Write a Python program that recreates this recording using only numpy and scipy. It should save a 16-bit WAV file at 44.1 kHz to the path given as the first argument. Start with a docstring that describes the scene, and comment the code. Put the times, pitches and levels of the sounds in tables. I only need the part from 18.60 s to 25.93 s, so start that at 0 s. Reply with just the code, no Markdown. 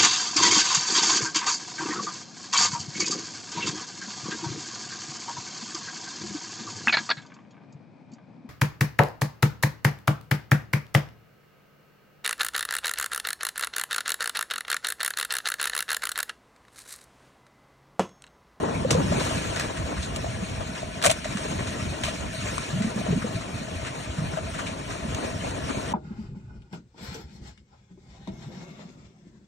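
"""A stony bank in a mountain valley: a thick mudflow slides past, heard through two microphone ports.
The mud rushes and fizzes as band-split noise with fine grit, and droplets ring as short resonances.
Rolling stones are lumpy dull noise that rings a hollow; single knocks are damped tones inside the mud.
Slops are swells of filtered noise; splatters, a load of gravel cracking down close by, and a few short
plops, bubbles and ticks are bursts. Wind buffets the ports as low noise and thuds a few cycles long."""
import sys
import numpy as np
from scipy import signal
from scipy.fft import rfft, irfft, next_fast_len
from scipy.io import wavfile
from scipy.ndimage import uniform_filter1d

SR = 44100
rng = np.random.default_rng(int(sys.argv[2]) if len(sys.argv) > 2 else 0)


def master_out(mix):
    """Clip the mix to full scale and print it as 16-bit PCM to the path in sys.argv[1]."""
    frames = np.transpose(np.atleast_2d(mix))
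    ceiling = np.clip(frames, -1, 1)
    pcm = np.round(ceiling * 32767).astype(np.int16)
    wavfile.write(sys.argv[1], SR, pcm)


N = 323253

# strength of the mudflow: (time [s], surface rush level [dB], churning body level [dB])
FLOW_LEVELS = [(0.0, -41, -25.5), (0.18, -41, -31.5), (0.28, -41.5, -32.5), (0.35, -39, -28.5),
               (0.49, -36, -31), (0.67, -32.5, -31.5), (1.12, -39.5, -35.5), (2.28, -40.5, -41),
               (2.38, -42, -39.5), (2.6, -39.5, -42), (2.88, -37, -35.5), (3.29, -39, -37),
               (3.55, -38, -39.5), (3.66, -42, -39), (3.72, -37, -43), (3.92, -36, -39.5), (4.2, -39, -38),
               (4.41, -39, -35.5), (4.76, -40.5, -40), (5.35, -41, -40), (6.37, -41, -38.5),
               (6.51, -39, -34.5), (6.84, -39.5, -36.5), (7.33, -39, -33.5)]
# relative spectrum of splats and slops: (frequency [Hz], gain [dB])
SPLAT_SPECTRUM = [(410, -6.5), (700, 0), (1070, -1.5), (1630, -8), (3640, -6), (5600, -8), (7800, 1.5),
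                  (9500, -6), (11500, -17), (15600, -34)]


def amp(db):
    """Decibels to gain."""
    return 10 ** (np.asarray(db) / 20)


def rms_one(x):
    """Scale to unit rms."""
    return x / np.sqrt(np.mean(x ** 2) + 1e-20)


def in_time(rows):
    """Columns of a curve table at every sample."""
    s, *columns = np.transpose(rows)
    return [np.interp(np.arange(N) / SR, s, c) for c in columns]


def at_hz(points, hz):
    """Gains of a spectrum table, read on a log-frequency axis."""
    table_hz, gain_db = np.transpose(points)
    return np.interp(np.log(hz), np.log(table_hz), gain_db)


def colour(x, spectrum):
    """Shape by a spectrum table."""
    size = next_fast_len(N)
    hz = np.linspace(1, SR / 2, size // 2 + 1)
    return irfft(rfft(x, size) * amp(at_hz(spectrum, hz)), size)[..., :N]


def drift(rate):
    """Chance flicker of spread about 1, roughly rate times a second, with its slow swells taken out."""
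    step = 40   # samples between flicker points
    r = np.exp(-2 * np.pi * rate * step / SR)
    noise = rng.standard_normal(N // step + 2002)
    flicker = signal.lfilter([1], [1, -2 * r, r * r], noise)[2000:]
    flicker = flicker - uniform_filter1d(flicker, size=SR // 120)   # average over a third of a second
    return np.interp(np.arange(N) / step, np.arange(len(flicker)), rms_one(flicker))


def resonance(x, hz, width_hz):
    """Two-pole resonance, gain about 1 on top."""
    r = np.exp(-np.pi * width_hz / SR)
    poles = [1, -2 * r * np.cos(2 * np.pi * hz / SR), r * r]
    return signal.lfilter([(1 - r * r) / 2, 0, (r * r - 1) / 2], poles, x)


def grains(per_s, spread_db):
    """Two draws of clicks that share their moments and sizes but not their fine shape."""
    struck = rng.random(N) < per_s / SR
    sizes = amp(spread_db * np.minimum(rng.exponential(1, N), 4)) * struck
    envelope = signal.lfilter([1], [1, -.9], sizes)
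    return rms_one(envelope * rng.standard_normal((2, N)))


def thuds(events, cycles, trim_db, overtone):
    """Each thud swells for some cycles and is damped within a few more; two draws of its phase."""
    out = np.zeros((2, N))
    for (s, level_db, hz), chance in zip(events, rng.random((len(events), 5))):
        turns = hz * np.arange(int(8 * cycles / hz * SR)) / SR
        shape = turns / cycles * np.exp(1 - turns / cycles)
        overtone_turns = (1.09 + 0.24 * chance[0]) * turns + chance[1:3, None]
        tone = np.sin(2 * np.pi * (turns + chance[3:, None]))
        tone = tone + overtone * np.sin(2 * np.pi * overtone_turns)
        i = round(s * SR)
        thud = amp(level_db + trim_db) * shape * tone
        out[:, i:i + len(turns)] += thud[:, :N - i]
    return out


def rush():
    """Gritty hiss: patches of the surface swell band by band, and a stronger flow throws finer spray."""
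    # relative spectrum of the hiss: (frequency [Hz], gain [dB])
    rush_spectrum = [(500, -74), (900, -8.5), (1500, -0.5), (1800, -2.5), (2500, 0), (4000, -6.5),
                     (4600, -3.5), (4950, -13.5), (5500, -7), (6200, -8), (7700, -6.5), (9500, -15),
                     (11500, -25), (12400, -38), (14000, -29), (15700, -50)]
    swell_db = .8   # chance swells of the whole surface
    grit = grains(per_s=900, spread_db=-1)
    hiss = colour(rng.standard_normal((2, N)) + 0.36 * grit, rush_spectrum)
    together = drift(12.4)
    flow_db = in_time(FLOW_LEVELS)[0]
    surge_db = flow_db - np.mean(flow_db)
    out = 0
    edges = np.geomspace(700, 18000, 13)
    for low, high in zip(edges, edges[1:]):
        band = signal.sosfilt(signal.butter(2, [low, high], "band", fs=SR, output="sos"), hiss)
        brighten_db = 0.49 * surge_db * low / 14000   # surges lift the upper bands most
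        out = out + band * amp(swell_db * together + 0.95 * drift(14) + brighten_db)
    return rms_one(out)


def droplets():
    """Drops and bursting bubbles ring for some tens of cycles at pitches spread over the middle range."""
    pitches, dealt = np.geomspace(950, 4300, 14), rng.integers(0, 14, N)
    struck = rng.random(N) < 400 * amp(3 * drift(14)) / SR
    sizes = amp(2.2 * np.minimum(rng.exponential(1, N), 4)) * struck
    clicks = sizes * rng.standard_normal((2, N)) + 1e-18
    out = 0
    for k, hz in enumerate(pitches):
        ring = resonance(clicks * (dealt == k), hz, hz / 65)
        out = out + resonance(ring, hz, hz / 4.9) / hz   # ringing twice rounds the attack
    return rms_one(out)


def churn():
    """Stones rolling in the mud: lumpy dull noise, and small blows that ring a hollow."""
    # relative spectrum of the dull noise: (frequency [Hz], gain [dB])
    body_spectrum = [(120, -83), (200, -5), (269, -1), (370, -5.5), (532, -5.5), (640, -9), (853, -5),
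                     (1500, -21.5), (1950, -22), (3300, -120)]
    hollow_hz, hollow_width_hz, hollow_db = 638, 65, -7.5   # level relative to the body's mean
    hollow_follows = 0.18   # share of the body's swing in dB that reaches the hollow
    body = rms_one(colour(rng.standard_normal((2, N)), body_spectrum)) * amp(2.8 * drift(19.8))
    blows = grains(per_s=400, spread_db=1.5)
    hollow = resonance(blows, hollow_hz, 2 * hollow_width_hz)
    hollow = rms_one(resonance(hollow, hollow_hz, hollow_width_hz))
    body_db = in_time(FLOW_LEVELS)[1]
    mean_db = body_db.mean()
    ring_db = hollow_db + mean_db + hollow_follows * (body_db - mean_db)
    return amp(body_db) * body + amp(ring_db) * hollow


def wind():
    """A lumpy rumble, a throb above it, and gusts that thump the ports a few cycles at a time."""
    # strength of the wind on the ports: (time [s], rumble level [dB], throb level [dB])
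    wind_levels = [(0.0, -52, -34), (0.49, -43, -26.5), (0.75, -41, -32.5), (1.26, -37, -40.5),
                   (1.73, -35, -37.5), (2.18, -44, -39.5), (3.27, -39, -34), (3.39, -38, -37),
                   (4.14, -46, -39), (4.35, -46, -34.5), (4.53, -39, -33), (4.74, -50, -34.5),
                   (5.47, -39, -41), (5.8, -38, -37.5), (6.1, -43, -39.5), (7.33, -37.5, -34)]
    # relative spectra of the two layers: (frequency [Hz], gain [dB])
    rumble_spectrum = [(11, -48), (18, -29), (65, 1.5), (141, -7), (200, -13), (260, -41), (440, -120)]
    throb_spectrum = [(53, -8), (90, -3), (183, -2.5), (350, -15.5), (460, -27.5), (770, -120)]
    # gusts buffeting the ports: (time [s], level before trim [dB], pitch [Hz])
    buffets = [(0.316, -11.5, 138), (0.337, -25, 101), (0.345, -16, 197), (0.37, -11, 152),
               (0.388, -15, 148), (0.406, -25, 94), (0.448, -33, 171), (0.462, -15, 190),
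               (0.491, -21, 84.5), (0.565, -19, 138), (0.605, -30, 147), (1.366, -19, 70.5),
               (1.683, -20, 125), (1.822, -17, 187), (1.905, -20.5, 96), (2.464, -24, 149),
               (2.749, -17, 203), (3.193, -21, 186), (3.778, -22, 133), (4.129, -13, 153),
               (4.159, -15, 182), (4.178, -16.5, 127), (4.203, -10.5, 207), (4.243, -12, 207),
               (4.269, -13.5, 217), (4.359, -14.5, 207), (4.39, -18, 199), (4.484, -15, 198),
               (4.503, -12.5, 163), (4.524, -12, 140), (4.557, -13.5, 220), (4.573, -13.5, 223),
               (4.64, -14.5, 215), (5.154, -18.5, 89), (5.582, -14.5, 160), (5.615, -17, 162),
               (5.65, -23, 150), (5.733, -18.5, 155), (6.418, -26, 66), (6.448, -18.5, 215),
               (6.8, -23, 175), (7.098, -14.5, 252)]
    rumble_db, throb_db = in_time(wind_levels)
    rumble = rms_one(colour(rng.standard_normal((2, N)), rumble_spectrum))
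    throb = rms_one(colour(rng.standard_normal((2, N)), throb_spectrum))
    gusts = thuds(buffets, cycles=1.19, trim_db=-6, overtone=0.17)
    lumpy_rumble = amp(rumble_db + 4.45 * drift(4.6)) * rumble
    return lumpy_rumble + amp(throb_db + 3.14 * drift(27)) * throb + gusts


def knocks():
    """Dull blows of stone on stone, damped by the mud."""
    # stones knocking under the mud: (time [s], level before trim [dB], pitch [Hz])
    stone_blows = [(0.027, -17.5, 365), (0.248, -14, 518), (0.311, -19, 455), (0.3495, -13.5, 495),
                   (0.365, -23, 467), (0.52, -15.5, 615), (0.578, -20.5, 388), (0.709, -22.5, 640),
                   (1.642, -22.5, 635), (1.665, -25, 680), (2.008, -22, 627), (2.228, -22.5, 635),
                   (2.427, -28, 603), (2.44, -18.5, 575), (2.454, -13, 656), (2.462, -13.5, 588),
                   (2.471, -15.5, 610), (2.4945, -12.5, 645), (2.501, -15, 630), (2.506, -17, 620),
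                   (2.655, -22, 634), (3.482, -23.5, 630), (3.877, -25.5, 592), (4.412, -26, 640),
                   (4.462, -27, 613), (4.525, -22, 413), (4.643, -22, 490), (5.772, -18.5, 638),
                   (5.784, -24, 660), (6.8455, -21, 746), (7.145, -26.5, 623)]
    return thuds(stone_blows, cycles=1.88, trim_db=-1.5, overtone=0.3)


def slops():
    """Mud folding over, no crack: a quick swell of wash around its own centre, with a very faint broad wash."""
    # soft slops: (time of the crest [s], level [dB], centre frequency [Hz])
    slop_events = [(.09, -38, 1480), (.525, -33, 1410), (.713, -33, 1100), (.845, -37, 1800),
                   (1.04, -37, 1770), (1.175, -34.5, 1670), (1.375, -36, 1460), (1.432, -34.5, 3830),
                   (2.009, -35, 1080), (2.157, -38, 1730), (2.999, -35.5, 1800), (3.34, -39, 2060),
                   (3.49, -35, 2510), (3.886, -36.5, 1470), (4.03, -39, 1630), (4.625, -34, 1400),
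                   (4.815, -39, 1320), (5.252, -36.5, 1700), (5.273, -34.5, 2030), (5.587, -35.5, 1390),
                   (5.738, -37, 1400), (5.774, -36.5, 1260), (5.95, -34, 1500), (5.995, -31.5, 1550),
                   (6.072, -32.5, 2420), (6.31, -34.5, 1460), (7.1, -31.5, 1300), (7.216, -43, 2500)]
    rise_s, fall_s, broad_db = 0.0068, 0.023, -38
    noise, out = colour(rng.standard_normal((2, N)), SPLAT_SPECTRUM), np.zeros((2, N))
    lead_in = 1500   # samples before the crest
    t = np.arange(-lead_in, 3500) / SR
    shape = np.where(t < 0, np.exp(-.5 * (t / rise_s) ** 2), np.exp(-t / fall_s))
    for s, level_db, hz in slop_events:
        i = round(s * SR) - lead_in
        wash = noise[:, i:i + len(t)]
        centred = rms_one(resonance(wash, hz, 0.45 * hz))
        out[:, i:i + len(t)] += amp(level_db) * shape * (centred + amp(broad_db) * rms_one(wash))
    return out


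def splats():
    """Each splat is a crack and a longer, stuttering tail: a broad wet slap below, fine spray above."""
    # splatters, gravel cracks, and a few short plops, bubbles and ticks:
    # (time [s], level before trim [dB], centre of the wet slap [Hz],
    # fine spray relative to the slap [dB], time for the tail to fall by 60 dB [s])
    splat_events = [(0.3047, -7, 2900, -8, 0.067), (0.3074, -9, 5600, -2, 0.13),
                    (0.3284, -15, 1130, -13, 0.17), (0.5965, -14, 1570, -8, 0.18),
                    (0.96, -15, 1680, -7, 0.33), (0.995, -15, 1770, -3, 0.16),
                    (1.56, -18, 2770, -0.5, 0.072), (2.415, -18, 1530, -8, 0.1),
                    (2.4242, -14, 2700, -1.5, 0.092), (2.438, -9, 1630, 0, 0.09),
                    (2.4444, -8, 1580, -1.5, 0.075), (2.4526, -7.5, 1070, 1, 0.053),
                    (2.4615, -9, 2280, 5, 0.094), (2.4666, -17, 2400, -10, 0.24),
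                    (2.4953, -16, 2500, -4, .1), (2.501, -12, 3280, -1, 0.074),
                    (2.5113, -14.5, 2400, 6, 0.062), (2.6434, -18.5, 1930, -17, 0.22),
                    (2.77, -17, 1550, -24, .2), (3.07, -21, 2000, -23, 0.24), (3.433, -20, 2300, -12, .05),
                    (3.4353, -11.5, 2560, -6, 0.11), (3.449, -18.5, 2600, -1, 0.091),
                    (3.4545, -28, 2700, -6, .1), (3.465, -22, 2590, -5, .3), (3.98, -13, 1100, -32, .03),
                    (4.22, -18, 1960, -13, 0.2), (4.301, -25, 1400, -30, .03),
                    (6.5464, -13.5, 2600, -2, .02), (6.9085, -21, 800, -25, .03)]
    rise_s = 0.0024   # a splat builds quickly
    crackle_db, crackles_per_s = 1.5, 380   # the tail stutters
    crack_t60_s, crack_db = 0.014, 0.5   # the opening crack
    grit = grains(per_s=1100, spread_db=7)
    noise = colour(rng.standard_normal((2, N)) + 0.33 * grit, SPLAT_SPECTRUM)
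    dull = signal.sosfilt(signal.butter(2, 6500, fs=SR, output="sos"), noise)
    spray = rms_one(signal.sosfilt(signal.butter(4, 5000, "high", fs=SR, output="sos"), noise))
    stutter = rms_one(amp(crackle_db * drift(crackles_per_s)))
    out, t = np.zeros((2, N)), np.arange(int(.3 * SR)) / SR
    rise = np.minimum(t / rise_s, 1)
    crack = amp(crack_db - 60 * t / crack_t60_s)
    for s, level_db, hz, spray_db, t60 in splat_events:
        start = round(s * SR)
        here = slice(start, start + len(t))
        slap = rms_one(resonance(dull[:, here], hz, 0.26 * hz) + 0.5 * dull[:, here])
        tail = 0.57 * stutter[here] * amp(-60 * t / t60)
        shape = rise * (tail + crack)
        out[:, here] += amp(level_db - 8.5) * shape * (slap + amp(spray_db) * spray[:, here])
    return out


def ports(pair):
    """The right port hears the left's sound with a phase lag, mixed with sound of its own."""
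    # level difference of the ports: (frequency [Hz], left minus right [dB])
    port_tilt = [(60, -.3), (250, -.8), (380, 1), (640, 5.5), (760, 0), (1000, 5), (1300, 5), (1800, 1),
                 (2500, 4), (3300, 1.5), (4500, 0), (15000, 0)]
    # bands where left and right are more alike: (from [Hz], to [Hz], share in common [0-1],
    # left's phase lead [half turns])
    alike_bands = [(0, 55, .72, 0), (75, 220, .91, 0), (340, 540, .76, .42), (590, 680, .64, .3),
                   (770, 900, .8, .95), (1550, 1950, .9, 2), (2350, 2900, .3, 2.5), (3500, 4100, .48, 4),
                   (4450, 4680, .7, 4.95), (4770, 4960, .996, 5), (5300, 6600, .97, 6),
                   (7250, 7800, .6, 6.7), (7980, 8300, .6, 8), (9000, 9550, .92, 10),
                   (10700, 11800, .5, 12), (12150, 12550, .9, 13), (12900, 14350, .975, 14)]
    least_share, widest_fade_hz = .25, 180   # share between the bands; fade at a band's edge
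    size = next_fast_len(N)
    hz = np.linspace(1, SR / 2, size // 2 + 1)
    common, own = rfft(pair, size)
    low, high, share, lead = np.transpose(alike_bands)
    past_edge = np.minimum(hz[:, None] - low, high - hz[:, None])
    inside = np.clip(1 + past_edge / np.minimum(widest_fade_hz, hz[:, None] / 2), 0, 1)
    alike = np.maximum(least_share, (inside * share).max(axis=1))
    half_turns = np.interp(hz, np.ravel([low, high], "F"), np.repeat(lead, 2))
    right = alike * np.exp(-1j * np.pi * half_turns) * common + np.sqrt(1 - alike ** 2) * own
    tilt = amp(at_hz(port_tilt, hz) / 2)
    return irfft(np.array([common * tilt, right / tilt]), size)[:, :N]


def scene():
    """All sources at the two ports; short surges lift the surface and the body of the flow together."""
    surges_db = .7 * drift(8)
    surface = amp(in_time(FLOW_LEVELS)[0] + surges_db) * (rush() + amp(-9) * droplets())
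    body = amp(surges_db) * churn()
    return ports(surface + body + wind() + knocks() + slops() + splats())


def record(dry):
    """The microphones miss the deepest bass and the top is cut."""
    lean = signal.sosfilt(signal.butter(2, 40, "high", fs=SR, output="sos"), dry)
    return signal.sosfilt(signal.ellip(12, .5, 80, 15725, fs=SR, output="sos"), lean)   # steep cut


dry = scene()
out = record(dry)
master_out(out)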